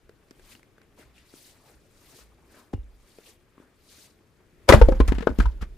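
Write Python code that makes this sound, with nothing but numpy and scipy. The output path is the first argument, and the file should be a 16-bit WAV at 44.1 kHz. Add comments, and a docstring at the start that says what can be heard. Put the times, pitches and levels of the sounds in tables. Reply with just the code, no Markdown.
"""Splitting a log with an axe

An axe is aimed at a log on a chopping block beside a shed, then splits it; halves bounce off a log and grass.
Blows are damped sines, wood modes and noise bursts; tearing, debris, sliding hands and breeze are banded noise.
Handle and boots tap, grit ticks and a far hum wavers; footfalls and blows through the soil are low damped
swings that shake a stand. The shed answers with early echoes and a diffuse tail."""
import sys
import numpy as np
from scipy import signal
from scipy.io import wavfile

SR = 44100
rng = np.random.default_rng(int(sys.argv[2]) if len(sys.argv) > 2 else 0)


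def transcribe(signal):
    """Save signal, clipped to [-1, 1], as a 16-bit WAV file at the path in sys.argv[1]."""
    frames = np.atleast_2d(signal).T
    limited = np.clip(frames, -1, 1)
    pcm = np.round(limited * 32767).astype(np.int16)
    wavfile.write(sys.argv[1], SR, pcm)


N = 254456

# Modes of the split halves and block: pitch_hz, level_db (relative), t60_s
WOOD = [(163, -6, 0.13), (216, -9, 0.21), (261.5, -22.5, 0.098), (331.5, -1, 0.051), (379, -12.5, 0.065),
        (504.5, -17.5, 0.12), (525.2, -12.5, 0.12), (710, -27.5, 0.068), (806, -10, 0.036),
        (908, -7.5, 0.029), (979, -11.5, 0.035), (1035, -5.5, 0.02), (1124, -20.5, 0.031),
        (1278, -12, 0.038), (1425, -21.5, 0.063), (1478, -2, 0.026), (1579, -3.5, 0.032),
        (1750, -10, 0.025), (2060, -11.5, 0.013), (2260, -28.5, 0.014), (2640, -20, 0.035),
        (3220, -9.5, 0.025)]
# Left-right likeness of the far sounds: pitch_hz, likeness (1 = same, -1 = opposite)
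LIKENESS = [(60, 0.78), (180, 0.88), (550, 0.75), (1650, 0.28), (4970, 0.39), (15000, -0.27)]
NEAR = [(200, 1.0), (10000, 0.24)]   # the same columns for falling and torn wood


def from_db(db):
    """Amplitude ratio of a level: 20 dB for each factor of ten."""
    return 10 ** (np.asarray(db) / 20)


def rms_one(x):
    """Normalization to unit effective value."""
    return x / np.sqrt(np.mean(x ** 2) + 1e-20)


def in_time(rows):
    """Linear interpolation of columns over time, at -200 outside the table."""
    s, *columns = np.transpose(rows)
    return [np.interp(np.arange(N) / SR, s, c, left=-200, right=-200) for c in columns]


def at_hz(points, hz):
    """Linear interpolation over logarithmic frequency."""
    points_hz, values = np.transpose(points)
    return np.interp(np.log(hz), np.log(points_hz), values)


def drift(rate):
    """Slow random fluctuation: white noise through a double low-pass pole at rate Hz, spread 1."""
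    step = 40   # samples between computed points
    r = np.exp(-2 * np.pi * rate * step / SR)
    white = rng.standard_normal(N // step + 2002)
    slow = signal.lfilter([1], [1, -2 * r, r * r], white)[2000:]
    return np.interp(np.arange(N) / step, np.arange(len(slow)), rms_one(slow))


def decay(t, t60):
    """Exponential damping: a fall of 60 dB in t60 seconds."""
    return from_db(-60 * t / max(t60, .002))


def swell(t, rise, t60):
    """Quadratic growth to 1 over the build-up, then exponential damping."""
    rise = max(rise, .0002)
    return np.minimum(t / rise, 1) ** 2 * decay(np.maximum(t - rise, 0), t60)


def struck(t, modes, stir_db):
    """Modal superposition: decaying sines, each stirred by its own amount."""
    hz, level_db, t60 = np.transpose(modes)[:, :, None]
    amplitude = from_db(level_db + stir_db - 60 * t / t60)
    return np.sum(amplitude * np.sin(2 * np.pi * hz * t), axis=0)


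def resonate(x, hz, width_hz):
    """Two-pole resonance, gain about 1 on top."""
    r = np.exp(-np.pi * width_hz / SR)
    poles = [1, -2 * r * np.cos(2 * np.pi * hz / SR), r * r]
    return signal.lfilter(np.array([1, 0, -1]) * (1 - r * r) / 2, poles, x)


def add(out, sound, s, pan_db):
    """Superposition at time s, with a level difference pan_db from left to right."""
    i = round(s * SR)
    placed = sound * from_db([[pan_db / 2], [-pan_db / 2]])
    out[:, i:i + sound.shape[-1]] += placed[:, :N - i]


def band(x, low, high, order):
    """Band-pass filtering between two frequencies in Hz."""
    return signal.sosfilt(signal.butter(order, [low, high], "band", fs=SR, output="sos"), x)


def burst(t, rise, t60, treble_db, alike):
    """Transient stereo noise with random crackle: a dull body and a hissing top that builds up sooner."""
    mid, side = rng.standard_normal((2, len(t)))
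    grains = np.repeat(rng.standard_normal(len(t) // 30 + 1), 30)[:len(t)]
    crackle = from_db(4.1 * grains)   # fibres let go unevenly
    noise = crackle * (mid + (1 - alike) * side * [[1], [-1]])
    body = rms_one(band(noise, 250, 2500, 2)) * swell(t, rise, t60)
    top = rms_one(band(noise, 2500, 6000, 1)) * swell(t, 0.15 * rise, 1.15 * t60)
    return body + from_db(treble_db) * top


def banded_noise(spectrum, patchy_db, rate, likeness, moving_db=np.zeros_like):
    """Spectral synthesis: half-octave bands of stereo noise, each with its own level and flicker; rms 1."""
    out, together = 0, drift(rate)
    edges = 20 * 2 ** np.arange(0, 10.1, .5)
    white = rng.standard_normal((2, 2, N))
    for k, (low, high) in enumerate(zip(edges, edges[1:])):
        hz = np.sqrt(low * high)
        if not spectrum[0][0] * .8 < hz < spectrum[-1][0] * 1.1:
            continue
        mid, side = band(white[k % 2], low, high, 2)   # neighbouring bands use separate noise
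        alike = np.clip(at_hz(likeness, hz), -1, 1)
        flicker_db = patchy_db * (0.3 * together + drift(rate))
        gain = from_db(at_hz(spectrum, hz) + moving_db(hz) + flicker_db)
        stereo = np.sqrt(1 + alike) * mid + np.sqrt(1 - alike) * side * [[1], [-1]]
        out = out + gain * stereo
    return rms_one(out)


def knocks():
    """Impact excitation: splinter noise, a damped knock and wood modes; some blows also ring steel modes."""
    # Wood blows: full_contact_s, level_db, knock_hz, knock_t60_s, ring_db (relative), ring_centre_hz,
    # splinter_db (relative), splinter_treble_db, left_minus_right_db
    blows = [(2.734, -32, 733, 0.01, -10, 1210, -18, -12, 1),
             (2.7378, -18, 283, 0.014, -11, 765, -32.5, -5.5, 4),
             (4.6915, -2.5, 538, 0.062, 0.5, 328, -5, -9.5, 9),
             (4.699, -17, 575, .055, -21, 1200, -13, -8, 12),
             (4.711, -8.5, 1220, 0.011, -18, 980, -11.5, -5, 2),
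             (4.724, 3.5, 389, .012, -8, 2000, -11.5, -22, 4.5),
             (4.7255, -7.5, 1970, .029, -5, 2700, -14, -22, 8),
             (4.736, -1, 573, 0.039, -6, 236, -20, -17.5, 15),
             (4.8155, -3.5, 495.5, 0.061, 4.5, 930, -17.5, -36, 7.5),
             (4.888, -2.5, 518, 0.057, 5, 478, -30.5, -8.5, 3),
             (4.923, -16, 230, 0.015, 4, 970, -23.5, -14, 6),
             (5.003, -3, 307, 0.013, -10.5, 1140, -22.5, -19, 4),
             (5.008, -19.5, 1040, 0.038, 5, 510, -15, -18, 7.5),
             (5.082, -27, 206, 0.014, -19, 1480, -1.5, -5, 3),
             (5.095, -28, 200, .043, -10, 1500, -14, -5.5, -1),
             (5.122, -10, 273, 0.011, -4, 920, -22, -22, 10),
             (5.152, -35, 230, 0.02, -13, 1200, -5.5, -15, 8),
             (5.185, -20, 221, 0.008, -21, 1700, -17.5, -24, 11.5),
             (5.208, -24, 210, 0.033, -26, 1700, -12.5, -22, 7),
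             (5.226, -32.5, 460, 0.052, -19, 1665, -10, -27, 18),
             (5.2725, -2, 454, 0.0075, -4.5, 1120, -27.5, -36, 8.5),
             (5.295, -25.5, 267, 0.041, -17, 595, -23.5, -9, 18.5),
             (5.323, -27, 231, 0.026, -5, 510, -36, 1, 0),
             (5.389, -10, 207, 0.017, -33, 1000, -23, -3.5, 5),
             (5.4025, -16, 227, 0.027, 7, 1540, -11.5, -12.5, 9),
             (5.428, -36.5, 237, 0.048, 8, 1480, -1, -11, 0),
             (5.4575, -26, 976, .049, 8, 1086, -14, -16, 5.5),
             (5.613, -42.5, 1330, .03, -21.5, 1410, -4.5, -16, 2),
             (5.621, -42, 1300, 0.017, -10, 2100, 0, -7, 2),
             (5.627, -28, 190, 0.028, -0.5, 1515, -12, -13.5, 7)]
    # Axe head modes: pitch_hz, level_db (relative to the blow), t60_s
    steel = [(2830, -43, .2), (2900, -44, .12), (5233, -54, .12)]
    # Row numbers of the blows made by the blade
    steel_struck = [1, 2]
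    build_up_s, splinter_t60_s, crack_t60_s = .003, 0.041, 0.0029   # of a blow at 0 dB
    glance_db = 40   # a blow weaker by this much glances: it builds up and splinters twice as long
    crack_db = -6.5   # short bright crack, relative to the splinter noise
    ring_octaves = .45   # distance from the centre at which a mode is stirred 6 dB less
    linger_db, linger_times = -26, 2   # a faint part rings longer once the piece is free in the air
    right_turn = 0.41   # radians of phase at the far microphone, after the way round the block

    out, t = np.zeros((2, N)), np.arange(SR // 3) / SR
    wood_hz = np.array(WOOD)[:, :1]
    lingering_wood = np.multiply(WOOD, [1, 1, linger_times])
    for k, (s, db, hz, t60, ring_db, centre_hz, noise_db, treble_db, pan_db) in enumerate(blows):
        slower = 2 ** (-db / glance_db)
        rise = build_up_s * slower
        approach = np.minimum(t / rise, 1)
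        phase = 2 * np.pi * hz * (t - rise) - right_turn * np.array([[0], [1]])
        knock = np.cos(phase) * swell(t, rise, t60) * approach
        # modes near the centre are stirred most, each with some luck
        octaves_off = np.log2(wood_hz / centre_hz)
        stir_db = -6 * (octaves_off / ring_octaves) ** 2 + rng.normal(0, 2.0, wood_hz.shape)
        ring = struck(t, WOOD, stir_db) + struck(t, lingering_wood, stir_db + linger_db)
        splinters = burst(t, rise, splinter_t60_s * slower, treble_db, alike=0.41)
        crack = burst(t, rise, crack_t60_s, treble_db + 3.0, alike=0.35)
        sound = knock + from_db(ring_db) * ring * approach ** 3
        sound = sound + from_db(noise_db) * (splinters + from_db(crack_db) * crack)
        if k in steel_struck:
            sound = sound + struck(t, steel, 0) * approach ** 3
        add(out, from_db(db) * sound, s - rise, pan_db)
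    return out


def woody(x):
    """Forced vibration: a rubbing noise plus the wood modes that it keeps ringing."""
    modes_db = -9   # all modes together, relative to the rubbing noise
    # bandwidth follows from the decay time
    rings = sum(from_db(db) * resonate(x, hz, np.log(1000) / (np.pi * t60)) for hz, db, t60 in WOOD)
    return x + from_db(modes_db) * rms_one(rings) * np.std(x)


def tearing():
    """Fracture noise: fibres tearing as the blade runs through, shaped in time and spectrum."""
    # Level of the tearing before its modes: time_s, level_db
    course = [(4.678, -57), (4.685, -27.5), (4.688, -22.5), (4.70, -7.5), (4.718, -30), (4.74, -14),
              (4.76, -27.5), (4.8, -36.5), (4.83, -52)]
    # Tearing spectrum: pitch_hz, density_db (relative, per Hz)
    colour = [(200, 3.5), (500, 6.5), (1500, -3.5), (3000, -10), (6000, -18), (10000, -20.5), (15700, -31)]
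    noise = banded_noise(colour, patchy_db=2.0, rate=60, likeness=NEAR)
    return woody(from_db(in_time(course)[0]) * noise)


def debris():
    """Friction noise: chips and grass stirred by the falling halves."""
    # Level of the debris before its modes: time_s, level_db
    course = [(4.8, -45), (4.9, -46.5), (5.3, -55), (5.48, -51), (5.62, -71.5), (5.77, -91)]
    # Debris spectrum: pitch_hz, density_db (relative, per Hz)
    colour = [(200, 21), (500, 13.5), (1500, 7), (3000, 0.5), (6000, -6.5), (15700, -13)]
    noise = banded_noise(colour, patchy_db=3.5, rate=38, likeness=NEAR)
    return woody(from_db(in_time(course)[0]) * noise)


def thuds():
    """Structure-borne sound: the soil heaves and drops, then the stand swings at its own low modes."""
    # Footfalls (first four rows) and blows carried by the soil: deepest_dip_s, level_db, swing_hz, t60_s
    soil_thuds = [(1.062, -53.5, 62.6, .6), (1.758, -53, 60.4, .3), (2.219, -53, 57, 1),
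                  (2.511, -57, 62, 0.37), (2.748, -22.5, 91, 0.071), (2.794, -26.5, 53.5, 0.16),
                  (4.702, -3, 72, 0.018), (4.7484, 2, 80, 0.01), (4.778, -9.5, 59.5, 0.11),
                  (4.828, 3.5, 44.8, 0.12), (4.886, -4.5, 40.4, 0.031), (5.013, -6.5, 53.6, 0.14),
                  (5.095, -8.5, 49, 0.16), (5.146, -18, 50.2, 0.27), (5.311, -22, 61, 0.12),
                  (5.402, -7, 48.7, 0.13), (5.450, -17, 51.3, 0.035), (5.468, -13, 53.8, 0.19),
                  (5.627, -19, 49.5, 0.077)]
    # Stand modes: pitch_hz, level_db (relative), t60_s
    stand = [(32.24, 3, 0.9), (41.35, 5.5, 0.48), (50.94, 5.5, 0.62), (66.4, 0.5, 0.33)]
    heave_cycles = 0.7   # the soil heaves for this long before the dip
    stand_db = -22.5   # share that reaches the stand
    twist_db = -10   # sideways rocking, opposite in the two microphones

    out, t = np.zeros((2, N)), np.arange(SR) / SR
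    swing = struck(t, stand, 0) * np.minimum(t / .02, 1)
    for s, db, hz, t60 in soil_thuds:
        rise = heave_cycles / hz
        onset = np.sin(np.pi / 2 * np.minimum(t / rise, 1))
        push = np.cos(2 * np.pi * hz * (t - rise)) * onset * decay(np.maximum(t - rise, 0), t60)
        add(out, -from_db(db) * (push + from_db(stand_db) * swing), s - rise, -1.5)
    twist = rms_one(np.gradient(out.mean(axis=0))) * np.std(out)
    return out + from_db(twist_db) * twist * [[1], [-1]]


def touches():
    """Heavily damped impacts: a dull body, a higher tick and a noisy click."""
    # Light touches of boots, handle and twigs: start_s, level_db, body_hz, tick_hz,
    # tick_db (relative), click_db (relative)
    taps = [(.093, -39.5, 420, 1430, -4.5, -12), (.309, -38, 304.7, 1550, -14, -5.5),
            (.395, -49, 360, 1640, -2, -1), (.551, -48, 254, 2840, 4, -0.5), (.594, -59.5, 307, 1440, 6, 6),
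            (.63, -60, 338, 2140, 12, 7), (.781, -50, 456, 1510, 2.5, -5), (.815, -55.5, 314, 1550, 3, 3),
            (.989, -49, 393, 1240, -45, -23), (1.18, -57.5, 316, 2640, 10, -20),
            (1.338, -36.5, 310, 1420, -12, -28), (1.697, -49.5, 447, 1410, -2, -12.5),
            (2.189, -46.5, 457, 1200, -1, -24.5), (2.569, -47, 377, 1570, -15, -22),
            (2.832, -52.5, 330, 3620, -8, -23), (3.185, -37, 438, 1230, -17, -12),
            (3.579, -41.5, 262, 1110, -3, -25), (3.6, -39, 292, 1250, -17, -33),
            (3.788, -59, 364, 1320, -6, -11)]
    t60, treble_db, pan_db = 0.018, -7, 3.5   # seconds, dB of the click's top, dB left minus right
    out, t = np.zeros((2, N)), np.arange(SR // 8) / SR
    for s, db, body_hz, tick_hz, tick_db, click_db in taps:
        body = np.sin(2 * np.pi * body_hz * t) * swell(t, 0.0016, t60)
        tick = np.sin(2 * np.pi * tick_hz * t) * swell(t, 0.0011, t60 / 2)
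        click = burst(t, 0.0011, t60, treble_db, alike=0.3)
        tap = body + from_db(tick_db) * tick + from_db(click_db) * click
        add(out, from_db(db) * tap, s, pan_db)
    return out


def slides():
    """Friction noise of hands and sleeves: the cupped hand adds a resonance, its pressure tilts the hiss."""
    # Slides: full_s, build_up_s, hold_s, skin_db, cloth_db, resonance_hz, tilt_db_per_octave
    strokes = [(0.518, 0.2, 0.012, -53.5, -64, 3060, 1), (0.992, .04, 0.023, -58.5, -57.5, 2420, 2),
               (1.178, .08, 0.0084, -63.5, -83, 3040, -3.5), (1.358, .2, 0.14, -57, -75.5, 4500, 2),
               (1.661, 0.3, 0.059, -67, -67, 4220, 2.5), (2.102, 0.34, 0.11, -57, -64, 4560, 1.5),
               (2.567, 0.19, 0.032, -61.5, -57.5, 4040, 3.5), (3.08, 0.21, 0.16, -65.5, -76.5, 4270, 0.5),
               (3.27, 0.065, 0.028, -56, -71, 3300, 1), (3.608, 0.13, 0.012, -74.5, -63, 2860, 0.5),
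               (3.915, 0.16, 0.14, -56, -76, 4540, 1.5)]
    # Skin hiss spectrum: pitch_hz, density_db (relative, per Hz)
    skin_colour = [(880, -74), (1500, -7), (1770, 4), (2570, -1), (4460, -0.5), (5120, -1), (5880, -2),
                   (10700, -1), (13700, -9.5), (15700, -25)]
    # Cloth rustle spectrum: pitch_hz, density_db (relative, per Hz)
    cloth_colour = [(250, 15), (600, 7.5), (1000, 6), (2000, 2.5), (3000, -8), (6000, -28)]
    build_db, let_go_db_per_s = 28, 279   # growth over the build-up; fast stop
    fidget_skin_db, fidget_cloth_db = -77.5, -68.5   # the hands never rest entirely before the swing ends
    swing_ends_s = 4.68

    t, near = np.arange(N) / SR, [(200, 1.0), (10000, 0.3)]
    full, build, hold, skin_db, cloth_db, grip_hz, tilt = np.transpose(strokes)[:, :, None]
    growth_db = -build_db * np.maximum(full - t, 0) / build
    shape_db = growth_db - let_go_db_per_s * np.maximum(t - full - hold, 0)
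    holding = t < swing_ends_s
    skin = (from_db(skin_db + shape_db).sum(axis=0) + from_db(fidget_skin_db)) * holding
    cloth = (from_db(cloth_db + shape_db).sum(axis=0) + from_db(fidget_cloth_db)) * holding
    peak_hz = np.interp(t, full[:, 0], grip_hz[:, 0])
    tilt_db = np.interp(t, full[:, 0], tilt[:, 0])

    def grip_db(hz):
        """Moving resonance of the hand plus a spectral tilt about 6000 Hz."""
        return 4.5 * np.exp(-(np.log2(hz / peak_hz) / 0.65) ** 2) + tilt_db * np.log2(hz / 6000)

    hiss = banded_noise(skin_colour, patchy_db=2.0, rate=35, likeness=near, moving_db=grip_db)
    rustle = banded_noise(cloth_colour, patchy_db=3.0, rate=19.5, likeness=near)
    return skin * hiss + cloth * rustle


def grit():
    """Random impulses into resonances: faint ticks of grit and twigs at scattered pitches."""
    ticks_per_s, faintest_db = 12, -65   # level before the resonances
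    sizes = from_db(faintest_db + 2.9 * np.minimum(rng.exponential(1, N), 3))
    sizes = sizes * (rng.random(N) < ticks_per_s / SR)
    pitches, dealt = np.geomspace(1400, 7000, 8), rng.integers(0, 8, N)
    # each pitch rings a few cycles; the tiny offset keeps the filter from stalling on zeros
    return sum(resonate(sizes * (dealt == k) + 1e-18, hz, hz / 6.0) * SR / hz
               for k, hz in enumerate(pitches))


def shed(x):
    """Reflection and reverberation: dull early echoes, then a diffuse tail of its own in each channel."""
    # Echoes off shed walls and log piles: delay_s, left_db, right_db
    echoes = [(.0045, -19.5, -17), (.011, -34, -17.5), (.019, -18, -24.5), (.031, -22.5, -29),
              (0.042, -25.5, -25)]
    tail_db, tail_t60_s, cut_hz = -20.5, 0.18, 2200
    t = np.arange(SR // 2) / SR
    tail = rng.standard_normal((2, len(t))) * decay(t, tail_t60_s) * np.minimum(t / 0.0081, 1)
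    response = from_db(tail_db) * tail / np.sqrt(np.sum(tail[0] ** 2))
    for delay, left_db, right_db in echoes:
        response[:, round(delay * SR)] += from_db([left_db, right_db])
    dull = signal.sosfilt(signal.butter(1, cut_hz, fs=SR, output="sos"), x.mean(axis=0))
    return signal.fftconvolve(dull[None], response, axes=1)[:, :N]


def yard():
    """Broadband ambient noise: the spectrum of the yard under a slowly swelling level."""
    # Yard spectrum: pitch_hz, density_db (relative, per Hz)
    colour = [(30, -15), (50, 3), (80, 4), (160, -0.5), (270, -5.5), (390, -3.5), (550, -11.5), (800, -22),
              (1700, -17.5), (4000, -26.5), (9800, -33), (13900, -30.5), (15700, -51.5)]
    # Slow swells of the yard noise, the last one with the swing: time_s, swell_db (relative)
    swells = [(0, -1.5), (.5, 0.5), (1, 0), (1.5, -3.5), (2, 0.5), (2.5, -0.5), (3, -2.5), (3.5, -2),
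              (4, -1.5), (4.5, 0.5), (4.68, 5.5)]
    swell_db = np.interp(np.arange(N) / SR, *np.transpose(swells))
    return from_db(-62.5 + swell_db) * banded_noise(colour, patchy_db=.6, rate=6, likeness=LIKENESS)


def hum():
    """Narrow-band noise: a resonance 25 Hz wide makes a faint far hum that wavers."""
    return from_db(-78.5) * rms_one(resonate(rng.standard_normal(N), hz=360, width_hz=25))


def breeze():
    """Turbulence noise: low rumble of air over the microphone ports, its level wandering."""
    # Breeze level: time_s, level_db
    course = [(0.0, -52), (.2, -69.5), (.42, -59), (.6, -70), (1.3, -71.5), (4.0, -72.5), (4.45, -76),
              (4.66, -62)]
    colour = [(20, -7), (50, -19.0)]   # Hz, relative dB per Hz
    noise = banded_noise(colour, patchy_db=4.0, rate=3.8, likeness=LIKENESS)
    return from_db(in_time(course)[0]) * noise


def scene():
    """Superposition of the blows, their reverberation, the soil-borne thuds and the noises."""
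    blows = knocks() + touches() + grit()
    left_side = from_db([[1.2], [-1.2]])   # the noises lean to the left
    noises = tearing() + debris() + slides() + yard() + hum() + breeze()
    return blows + shed(blows) + thuds() + left_side * noises


def record(dry):
    """Clipping and band limitation: peaks overload the input; the top is cut at 16000 Hz."""
    clipped = np.clip(dry, -.96, .96)
    return signal.sosfilt(signal.cheby2(18, 60, 16000, fs=SR, output="sos"), clipped)


dry = scene()
out = record(dry)
transcribe(out)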